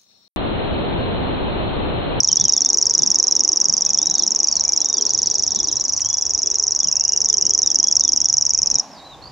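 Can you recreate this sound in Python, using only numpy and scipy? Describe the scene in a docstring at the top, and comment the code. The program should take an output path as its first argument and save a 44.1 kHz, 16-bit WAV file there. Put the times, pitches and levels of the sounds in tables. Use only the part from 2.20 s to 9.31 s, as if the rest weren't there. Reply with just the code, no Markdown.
"""A warbler reels from a bush top: about 24 times a second a faint tick, a rising click and a falling note,
built from gliding sines and noise cracks. Its head turns aside and back, so the direct sound dips while
delayed echoes off the shrubs change. Far songbirds whistle in sine glides, buzz in pulse trains and chatter
in narrow-band noise; dry snaps are noise bursts, the distant rumble is noise in third-octave bands, and
light wind puffs are low noise, independent on the two microphone ports."""
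import sys
import numpy as np
from scipy import signal
from scipy.fft import rfft, irfft, next_fast_len
from scipy.io import wavfile
from scipy.ndimage import uniform_filter1d

SR = 44100
rng = np.random.default_rng(int(sys.argv[2]) if len(sys.argv) > 2 else 0)


def master(y):
    """Save y as 16-bit WAV."""
    cut = np.clip(np.atleast_2d(y).T, -1, 1)
    pcm = np.round(cut * 32767)  # scale
    wavfile.write(sys.argv[1], SR, pcm.astype(np.int16))


N = 313551  # samples

# Light wind turbulence, the stronger puffs: t/s, relative level/dB, nominal centre f/Hz
WIND_PUFFS = [(0.017, -46, 149), (.119, -40, 131), (.23, -32.5, 140), (.681, -46, 133), (.829, -36, 197),
              (.9, -42, 170), (1.501, -43, 160), (1.69, -45.5, 131), (1.91, -42.5, 170),
              (2.398, -46.5, 117), (3.38, -42, 160), (3.552, -47, 80), (4.66, -46.5, 161),
              (5.259, -44, 170), (5.771, -44, 90), (6.158, -44, 90), (6.409, -47.5, 90),
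              (6.551, -43.5, 150)]
# Spectrum of the distant rumble: f/Hz, relative spectral density level/dB
RUMBLE_SPECTRUM = [(30, -26), (55, -5), (90, -8), (130, -10), (200, -6), (300, -1), (420, -1), (560, -7),
                   (860, -2), (1100, -7), (1350, -20), (1700, -19), (2200, -24), (3200, -26), (5000, -24),
                   (6500, -30), (7800, -41), (9500, -44), (16000, -48)]
# Slow swell of the rumble: t/s, relative level/dB up to 140 Hz, at 140-530 Hz, at 530-1300 Hz
RUMBLE_SWELL = [(0.0, -46, -44, -45), (0.32, -54, -43, -44), (2.21, -58, -44.5, -44),
                (2.37, -48.5, -45, -44.5), (2.63, -66.5, -45, -44.5), (3.02, -48, -43.5, -46),
                (3.76, -50, -51, -47), (5.52, -52, -44, -46.5), (6.23, -50, -51, -47.5),
                (6.56, -44.5, -44.5, -44.5), (6.62, -65, -48, -43.5), (7.1, -47.5, -47.5, -46.5)]
# Dry twig-like snaps: t/s, relative level/dB
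TWIG_SNAPS = [(3.7954, -31.5), (4.343, -38)]
# Far chatter bouts: middle t/s, Gaussian half-width/s, centre f/Hz, relative level/dB
CHATTER_BOUTS = [(0, 0.92, 4570, -48), (1.297, 2.7, 3640, -58), (1.683, .07, 3570, -49.5),
                 (2.922, .13, 3660, -48.5), (3.128, 0.18, 4710, -42.5), (3.32, 0.26, 3710, -46)]
# Far whistles: t/s, length/s, start f/Hz, middle f/Hz, end f/Hz, start and end relative level/dB
FAR_WHISTLES = [(0.068, 0.03, 4390, 3750, 3160, -47, -38.5), (0.104, 0.03, 3106, 3090, 3090, -39, -43.5),
                (.1, .29, 3350, 3880, 3390, -50, -45), (0.137, .03, 2950, 2870, 2810, -54, -59),
                (0.179, 0.039, 3350, 3490, 3580, -39, -35), (0.224, .008, 3440, 3510, 3600, -41, -46),
                (.243, .01, 3300, 3370, 3500, -41, -46), (0.26, 0.028, 3200, 3080, 2800, -41.5, -47),
                (0.443, 0.044, 3530, 3620, 3700, -42, -48), (0.916, .29, 3280, 4040, 3510, -50.5, -54),
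                (1.67, 0.036, 2530, 2540, 2490, -55, -52), (1.78, 0.25, 3300, 3910, 3310, -44.5, -44.5),
                (2.436, .12, 2220, 2360, 2250, -55.5, -57), (2.58, 0.045, 4180, 4070, 3950, -46, -45),
                (2.604, 0.2, 3290, 3740, 3180, -49, -45), (2.745, 0.031, 4520, 4750, 4880, -38, -38),
                (2.803, .03, 4060, 4480, 4940, -46.5, -38.5), (2.845, .01, 3900, 3700, 3450, -49.5, -52),
                (2.877, 0.027, 4200, 4550, 4900, -40.5, -38), (2.905, .04, 4150, 4030, 3960, -42, -62),
                (3.348, 0.011, 4600, 4510, 4420, -45, -36), (3.378, 0.019, 4040, 3770, 3330, -41, -35),
                (3.455, 0.011, 4650, 4500, 4440, -37, -40), (3.487, 0.02, 4120, 3710, 3200, -39, -41),
                (3.67, .05, 4530, 4450, 4360, -50, -56), (3.69, 0.016, 4030, 3700, 3400, -56, -56),
                (3.728, 0.065, 4650, 4520, 4400, -52, -46), (3.844, .05, 3130, 3290, 3370, -47, -50),
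                (3.894, .175, 3394, 3414, 3400, -48, -52.5), (3.89, .03, 3350, 3140, 3020, -54, -58),
                (4.16, 0.076, 3460, 4200, 3700, -53, -59), (4.25, .05, 3370, 3450, 3490, -52, -61),
                (4.32, .06, 3650, 4130, 4100, -55.5, -51), (4.472, 0.066, 3600, 4140, 4230, -55.5, -52),
                (6.54, 0.054, 4120, 3860, 3600, -44.5, -57), (6.78, .075, 3820, 3780, 3930, -49, -51),
                (6.859, 0.09, 3980, 3910, 3470, -47, -43.5), (6.847, 0.035, 4280, 4100, 3930, -52, -50)]
# Far buzzy notes: t/s, length/s, start f/Hz, middle f/Hz, end f/Hz, start and end relative level/dB
FAR_BUZZES = [(0.629, .13, 4720, 4980, 4830, -45.5, -46), (0.779, 0.079, 4100, 3570, 3670, -48, -54),
              (1.438, 0.14, 4640, 4920, 4750, -54, -43), (1.962, 0.075, 4520, 4280, 3870, -47, -44.5),
              (2.271, 0.13, 4590, 4620, 3880, -44, -42.5), (3.568, 0.06, 4030, 4160, 4150, -47, -60),
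              (4.617, 0.069, 3480, 3260, 2720, -47, -56), (4.717, 0.24, 2580, 2770, 2880, -59.5, -53),
              (5.08, .07, 3620, 3500, 3010, -55, -53), (5.192, .15, 2660, 3060, 3340, -62, -57),
              (5.395, 0.037, 4700, 4200, 3840, -52.5, -53), (5.446, 0.065, 3760, 3620, 3230, -46, -50.5),
              (5.579, 0.12, 2880, 3280, 3360, -60, -48), (5.791, .03, 4600, 4200, 3750, -51, -47),
              (5.825, .07, 3660, 3560, 3160, -45.5, -51.5), (5.967, 0.12, 2880, 3330, 3500, -60, -55.5),
              (6.33, 0.24, 2300, 2560, 2420, -63, -64.5), (6.716, 0.087, 5500, 4860, 4000, -53, -53),
              (7.016, .015, 3800, 3730, 3650, -56, -63), (7.025, .065, 4310, 4530, 4750, -48.5, -48)]
# Echo paths off nearby shrubs: delay t/ms, level/dB when facing, level/dB when aside,
# left minus right level/dB, right-ear lag t/ms
SHRUB_ECHOES = [(2.3, -20, -24, 2, .03), (3.4, -24, -22, -3, -.04), (4.25, -28, -18, -2, -.03),
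                (5.0, -19, -26, 2, .05), (6.1, -20, -28, -3, -.02), (8.0, -27, -20, 3, .04),
                (9.4, -25, -16, -2, -.05), (12.5, -26, -22, 2, .03), (14.5, -23, -22, -3, -.04)]
# The three parts of a syllable, each: t/ms from the click peak, nominal f/Hz, level/dB re the part's peak
TICK_GLIDE = [(-5.7, 6200, -40), (-5.1, 6050, -5), (-4.7, 5950, 0), (-4.2, 5900, -6), (-3.4, 5800, -40)]
CLICK_GLIDE = [(-1.7, 4500, -50), (-1.2, 4900, -26), (-.8, 5400, -11), (-.4, 5900, -3.5), (0, 6280, 0),
               (.4, 6650, -4), (.8, 6900, -12), (1.3, 6900, -20), (2.1, 6900, -45)]
NOTE_GLIDE = [(10.2, 6200, -50), (10.65, 6000, -18), (11.05, 5870, -4), (11.7, 5790, 0), (12.6, 5640, -2.5),
              (14, 5530, -4), (15.3, 5260, -11), (16.6, 5220, -11), (17.5, 5120, -17), (18.2, 5050, -30),
              (19, 5000, -50)]
# Drift of the reel and its head turn: t/s, lag behind the steady beat/ms, nominal click level/dB
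REEL_DRIFT = [(0, 0, -3), (.45, .2, -1.8), (.65, .4, -3), (.93, -.6, -2.2), (1.25, .1, -3.7),
              (2.05, -.1, -4.6), (2.17, .6, -5), (2.34, -.4, -5.6), (2.52, .2, -4.7), (3.02, -.7, -5.6),
              (3.37, -3, -8.2), (3.72, -.5, -9.3), (4.01, -2.4, -8), (4.43, -2.7, -6.4), (4.66, -4.7, -5.6),
              (4.95, -5.2, -4.4), (5.27, -4.9, -2.6), (5.42, -5, -3.3), (5.67, -1.3, -2.9),
              (5.8, -1.2, -2.4), (6.54, -.9, -4.1), (6.6, 0, -4.8)]

BREEZE_DB = -56.5  # mean of the two ports
REGION_DB = (2, 1.55, 0.34, -6.5)  # rumble trims: deep, chest, middle, hiss
HISS_SWELL = 0.94  # the hiss follows the middle region, less strongly
DEEP_SIDE = 0.41  # extra difference between the ears in the deepest rumble
CHATTER_WIDTH = .085  # fraction of the centre frequency on either side
BOW = 2.6  # departure of pitch from the straight glide: 2 is a round arch, more is flat-topped
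FAST_PER_S, SLOW_PER_S = 63, 58  # buzz pulse rates: falling low notes are fast, rising and high ones slower
FIELD_T60_S, FIELD_DB, FIELD_LIKENESS = 0.34, -21, 0.79  # decay, level of song's tail, ear correlation
FIRST_S, BEAT_S, SYLLABLES = -.0074, .041468, 160
JITTER_MS, JITTER_DB = .15, .5
FACING_DB, ASIDE_DB = -2.5, -8.5  # nominal click level, beak towards the listener and turned aside
# (facing, aside): the note beams less than the click; overtones and cracks have a beam of their own
NOTE_DB, TREBLE_DB = (-2, -6.5), (-5, -10)
CLICK_TRIM_DB, TICK_DB, OVERTONE_DB = 1.2, -16.5, -45  # tick is relative to the click
TICK_CRACK_DB, CLICK_CRACK_DB, NOTE_CRACK_DB = -37.5, -18, -23  # before the beam and filters
NOTE_SCATTER_DB = -3.5  # leaves return the lower note less than the click
THROAT_TOP_HZ, CRACK_TOP_HZ, TOP_HZ = 8600, 9900, 15900  # low-pass edges: fundamentals, cracks, whole scene


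def undb(db):
    """Level definition: amplitude ratio of a level in decibels."""
    return 10 ** (np.asarray(db) / 20)


def level(x, db):
    """Root-mean-square normalisation to a given level."""
    return x * undb(db) / np.sqrt(np.mean(x ** 2))


def band(x, lo_hz, hi_hz, order=2):
    """Butterworth band-pass filtering."""
    return signal.sosfilt(signal.butter(order, [lo_hz, min(hi_hz, .45 * SR)], "band", fs=SR, output="sos"), x)


def walk(rate):
    """Low-pass random modulation: levels held 1 / rate s, averaged twice; spread near 1."""
    k = int(SR / rate)
    held = np.repeat(rng.standard_normal(N // k + 1), k)
    return 1.3 * uniform_filter1d(uniform_filter1d(held, k), k)[:N]


def curve(rows, column=1):
    """Linear interpolation of one table column over time."""
    rows = np.array(rows, float)
    return np.interp(np.arange(N) / SR, rows[:, 0], rows[:, column])


def add(out, x, s):
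    """Superposition: mix x into out from time s on."""
    i = int(round(s * SR))
    a, b = max(i, 0), min(i + x.shape[-1], N)
    out[..., a:b] += x[..., a - i:b - i]


def shift(x, ms):
    """Propagation delay as linear phase, so any fraction of a sample is allowed."""
    size = next_fast_len(N + SR // 10)
    hz = np.arange(size // 2 + 1) * SR / size
    return irfft(rfft(x, size) * np.exp(-2j * np.pi * hz * ms / 1000), size)[:N]


def field(x):
    """Diffuse scattering in open scrub: exponentially decaying noise response, partly correlated at the ears."""
    t = np.arange(int(FIELD_T60_S * SR)) / SR
    decay = undb(-60 * t / FIELD_T60_S) * np.minimum(t / 0.0012, 1)
    mid, side = rng.standard_normal((2, len(t))) * decay
    opposite = side * np.array([[1], [-1]])
    ears = np.sqrt(1 + FIELD_LIKENESS) * mid + np.sqrt(1 - FIELD_LIKENESS) * opposite
    ears /= np.sqrt(2 * np.sum(mid ** 2))
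    return signal.fftconvolve(x[None], ears, axes=1)[:, :N]


def wind():
    """Turbulent pressure on the ports: low puffs over a breeze, uncorrelated and stronger on the right."""
    out = level(band(rng.standard_normal((2, N)), 45, 250) * undb(2.3 * walk(31)), BREEZE_DB)
    t = np.arange(-.1, .1, 1 / SR)
    for s, db, hz in WIND_PUFFS:
        noise = band(rng.standard_normal((2, SR // 2)), 0.75 * hz, 1.46 * hz)
        gust = level(noise[:, -len(t):], db + 4.0)  # the tail is free of the filter's onset
        add(out, gust * np.exp(-(t / 0.033) ** 2), s + t[0])
    return out * undb([[-1.5], [1.5]])


def rumble():
    """Band-limited noise: third-octaves flicker alone and swell by region; ears differ more at high f."""
    out, (f, colour) = np.zeros((4, 2, N)), np.transpose(RUMBLE_SPECTRUM)
    for hz in 32 * 2 ** np.arange(0, 9, 1 / 3):
        mid, side = band(rng.standard_normal((2, N)), hz / 2 ** (1 / 6), hz * 2 ** (1 / 6))
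        lumpy = 1 + 2.7 * (hz < 500)  # the bass comes in lumps
        db = np.interp(np.log(hz), np.log(f), colour) + lumpy * (.5 * walk(2.034) + 1.0 * walk(8))
        region = np.searchsorted([140, 530, 1300], hz)
        difference = np.clip(0.04 + hz / 9000 + DEEP_SIDE * (region == 0), 0, 1)
        out[region] += undb(db) * (mid + difference * side * np.array([[1], [-1]]))
    swells = [curve(RUMBLE_SWELL, column=k) for k in range(1, 4)]
    middle_mean = swells[-1].mean()
    swells.append(middle_mean + HISS_SWELL * (swells[-1] - middle_mean))
    return sum(level(part, db) * undb(swell) for part, db, swell in zip(out, REGION_DB, swells))


def snaps():
    """Impulsive fracture: exponentially decaying noise bursts, like small dry twigs."""
    out, t = np.zeros(N), np.arange(400) / SR
    for s, db in TWIG_SNAPS:
        add(out, 2.55 * undb(db) * rng.standard_normal(len(t)) * np.exp(-t / 0.0041), s)
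    return band(out, 1800, 7500, order=4)


def chatter():
    """Amplitude-modulated narrow-band noise under a Gaussian envelope for each bout."""
    out, t = np.zeros(N), np.arange(N) / SR
    for s, half, hz, db in CHATTER_BOUTS:
        noise = band(rng.standard_normal(N), hz * (1 - CHATTER_WIDTH), hz * (1 + CHATTER_WIDTH))
        flickering = level(noise * undb(4.3 * walk(70)), 0)
        out += flickering * undb(db) * np.exp(-((t - s) / half) ** 2)
    return out


def far_birds():
    """Frequency modulation: whistles glide, buzzes are gliding pulses; chatter and scattering join them."""
    out, waver = np.zeros((2, N)), walk(60)
    calls = [(c, False) for c in FAR_WHISTLES] + [(c, True) for c in FAR_BUZZES]
    for (s, length, *hz, db_0, db_1), buzzy in calls:
        t = np.arange(s - .008, s + length + 0.0066, 1 / SR)
        u = np.clip((t - s) / length, 0, 1)  # progress through the call
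        arch = (hz[1] - (hz[0] + hz[2]) / 2) * (1 - np.abs(2 * u - 1) ** BOW)
        pitch = hz[0] + u * (hz[2] - hz[0]) + arch
        fade = np.clip(np.minimum(t - t[0], t[-1] - t) / 0.0077, 0, 1)
        size = np.sqrt(2) * undb(db_0 + u * (db_1 - db_0)) * fade
        if buzzy:
            high = np.mean(hz) > 4100
            pulses_per_s = FAST_PER_S if hz[-1] < hz[0] and not high else SLOW_PER_S
            cycle = (t - t[0]) * pulses_per_s % 1
            pitch = pitch * (1 + (-.16 if high else .12) * (cycle - .5))  # high pulses glide down, low ones up
            size = size * 2.7 * np.sin(np.pi * cycle) ** (2 if high else 4)
        pan_db = 1.2 * rng.standard_normal()
        add(out, size * np.sin(2 * np.pi * np.cumsum(pitch) / SR) * undb([[pan_db], [-pan_db]]), t[0])
    out *= undb(1.8 * waver)  # moving air makes far calls flutter
    blurred = chatter()
    return out + blurred + undb(-6.5) * field(out.mean(0) + blurred)


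def turned(click_db):
    """Source directivity inverted: head turn 0-1, read from how far the click has sunk."""
    return np.clip((FACING_DB - click_db) / (FACING_DB - ASIDE_DB), 0, 1)


def syllables():
    """Quasi-periodic rhythm: time and click level of each syllable from beat, slow drift and chance."""
    beat, (t, late_ms, db) = FIRST_S + BEAT_S * np.arange(SYLLABLES), np.transpose(REEL_DRIFT)
    chance = rng.standard_normal((2, SYLLABLES))
    times = beat + (np.interp(beat, t, late_ms) + JITTER_MS * chance[0]) / 1000
    return zip(times, np.interp(beat, t, db) + JITTER_DB * chance[1])


def chirp(ms, part, detune, turn):
    """Phase as the integral of frequency: a gliding sine for one part, and its second harmonic."""
    t, hz, db = np.transpose(part)
    pitch = uniform_filter1d(np.interp(ms, t, hz), size=15)
    phase = 2 * np.pi * (turn + np.cumsum(pitch) * detune / SR)
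    size = undb(uniform_filter1d(np.interp(ms, t, db), size=15)) * (ms > t[0]) * (ms < t[-1])
    return size * np.sin(phase), size ** 2 * np.sin(2 * phase)


def reel():
    """Directional radiation: direct song follows the head; the shrubs get even tones, but the same cracks."""
    direct, treble, crack_train, even = np.zeros((4, N))
    ms = np.arange(-8, 22, 1000 / SR)
    chance = rng.standard_normal((SYLLABLES, 11))
    for (s, click_db), c in zip(syllables(), chance):
        start_s = s + ms[0] / 1000
        aside, late = turned(click_db), 0.2 * c[5]
        tick, _ = chirp(ms, TICK_GLIDE, 1 + 0.014 * c[1], c[2])
        click, click_2 = chirp(ms, CLICK_GLIDE, 1 + 0.0067 * c[3], c[4])
        note, note_2 = chirp(ms - late, NOTE_GLIDE, 1 + .004 * c[6], c[7])
        click = click + undb(TICK_DB + 2.3 * c[0]) * tick
        click_size = undb(click_db + CLICK_TRIM_DB)
        note_size = undb(np.interp(aside, (0, 1), NOTE_DB) + 0.74 * c[8])
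        # the syrinx snaps open at each part with a short broad crack
        crack = undb(CLICK_CRACK_DB + c[9]) * click_size * np.exp(-((ms + .3) / 1.1) ** 2)
        crack += undb(NOTE_CRACK_DB + c[10]) * note_size * np.exp(-((ms - late - 12) / 1.6) ** 2)
        crack += undb(TICK_CRACK_DB) * click_size * np.exp(-((ms + 4.7) / .6) ** 2)
        beam = undb(np.interp(aside, (0, 1), TREBLE_DB))
        overtones = click_size * click_2 + note_size * note_2
        add(direct, click_size * click + note_size * note, start_s)
        add(treble, beam * undb(OVERTONE_DB) * overtones, start_s)
        add(crack_train, beam * crack * rng.standard_normal(len(ms)), start_s)
        add(even, click + undb(NOTE_SCATTER_DB) * note, start_s)
    throat = signal.butter(6, THROAT_TOP_HZ, fs=SR, output="sos")  # the windpipe damps fundamentals above
    direct, even = signal.sosfiltfilt(throat, [direct, even])
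    crack_train = signal.sosfilt(signal.butter(1, CRACK_TOP_HZ, fs=SR, output="sos"), crack_train)
    cracks = band(crack_train, 6000, 8000, order=1)
    return direct + cracks + treble, even + cracks


def warbler():
    """Multipath propagation: direct song, shrub echoes that follow the head turn, and a scattered tail."""
    direct, even = reel()
    aside = turned(curve(REEL_DRIFT, column=2))
    out = np.array([undb(-.4) * shift(direct, .004), undb(.4) * direct])  # a little to the right
    for ms, facing_db, aside_db, pan_db, lag_ms in SHRUB_ECHOES:
        stir_db = 1.5 * walk(5)  # leaves stir
        echo = even * undb(facing_db + aside * (aside_db - facing_db) + stir_db)
        out += [undb(pan_db / 2) * shift(echo, ms), undb(-pan_db / 2) * shift(echo, ms + lag_ms)]
    return out + undb(FIELD_DB) * field(even)


def scene():
    """Linear superposition of all sources at the two ears."""
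    return wind() + rumble() + snaps() + far_birds() + warbler()


def record(dry):
    """Saturation at full scale, then an elliptic low-pass that cuts the top."""
    low_pass = signal.ellip(8, .2, 40, TOP_HZ, fs=SR, output="sos")
    return signal.sosfilt(low_pass, np.clip(dry, -1, 1))


dry = scene()
out = record(dry)
master(out)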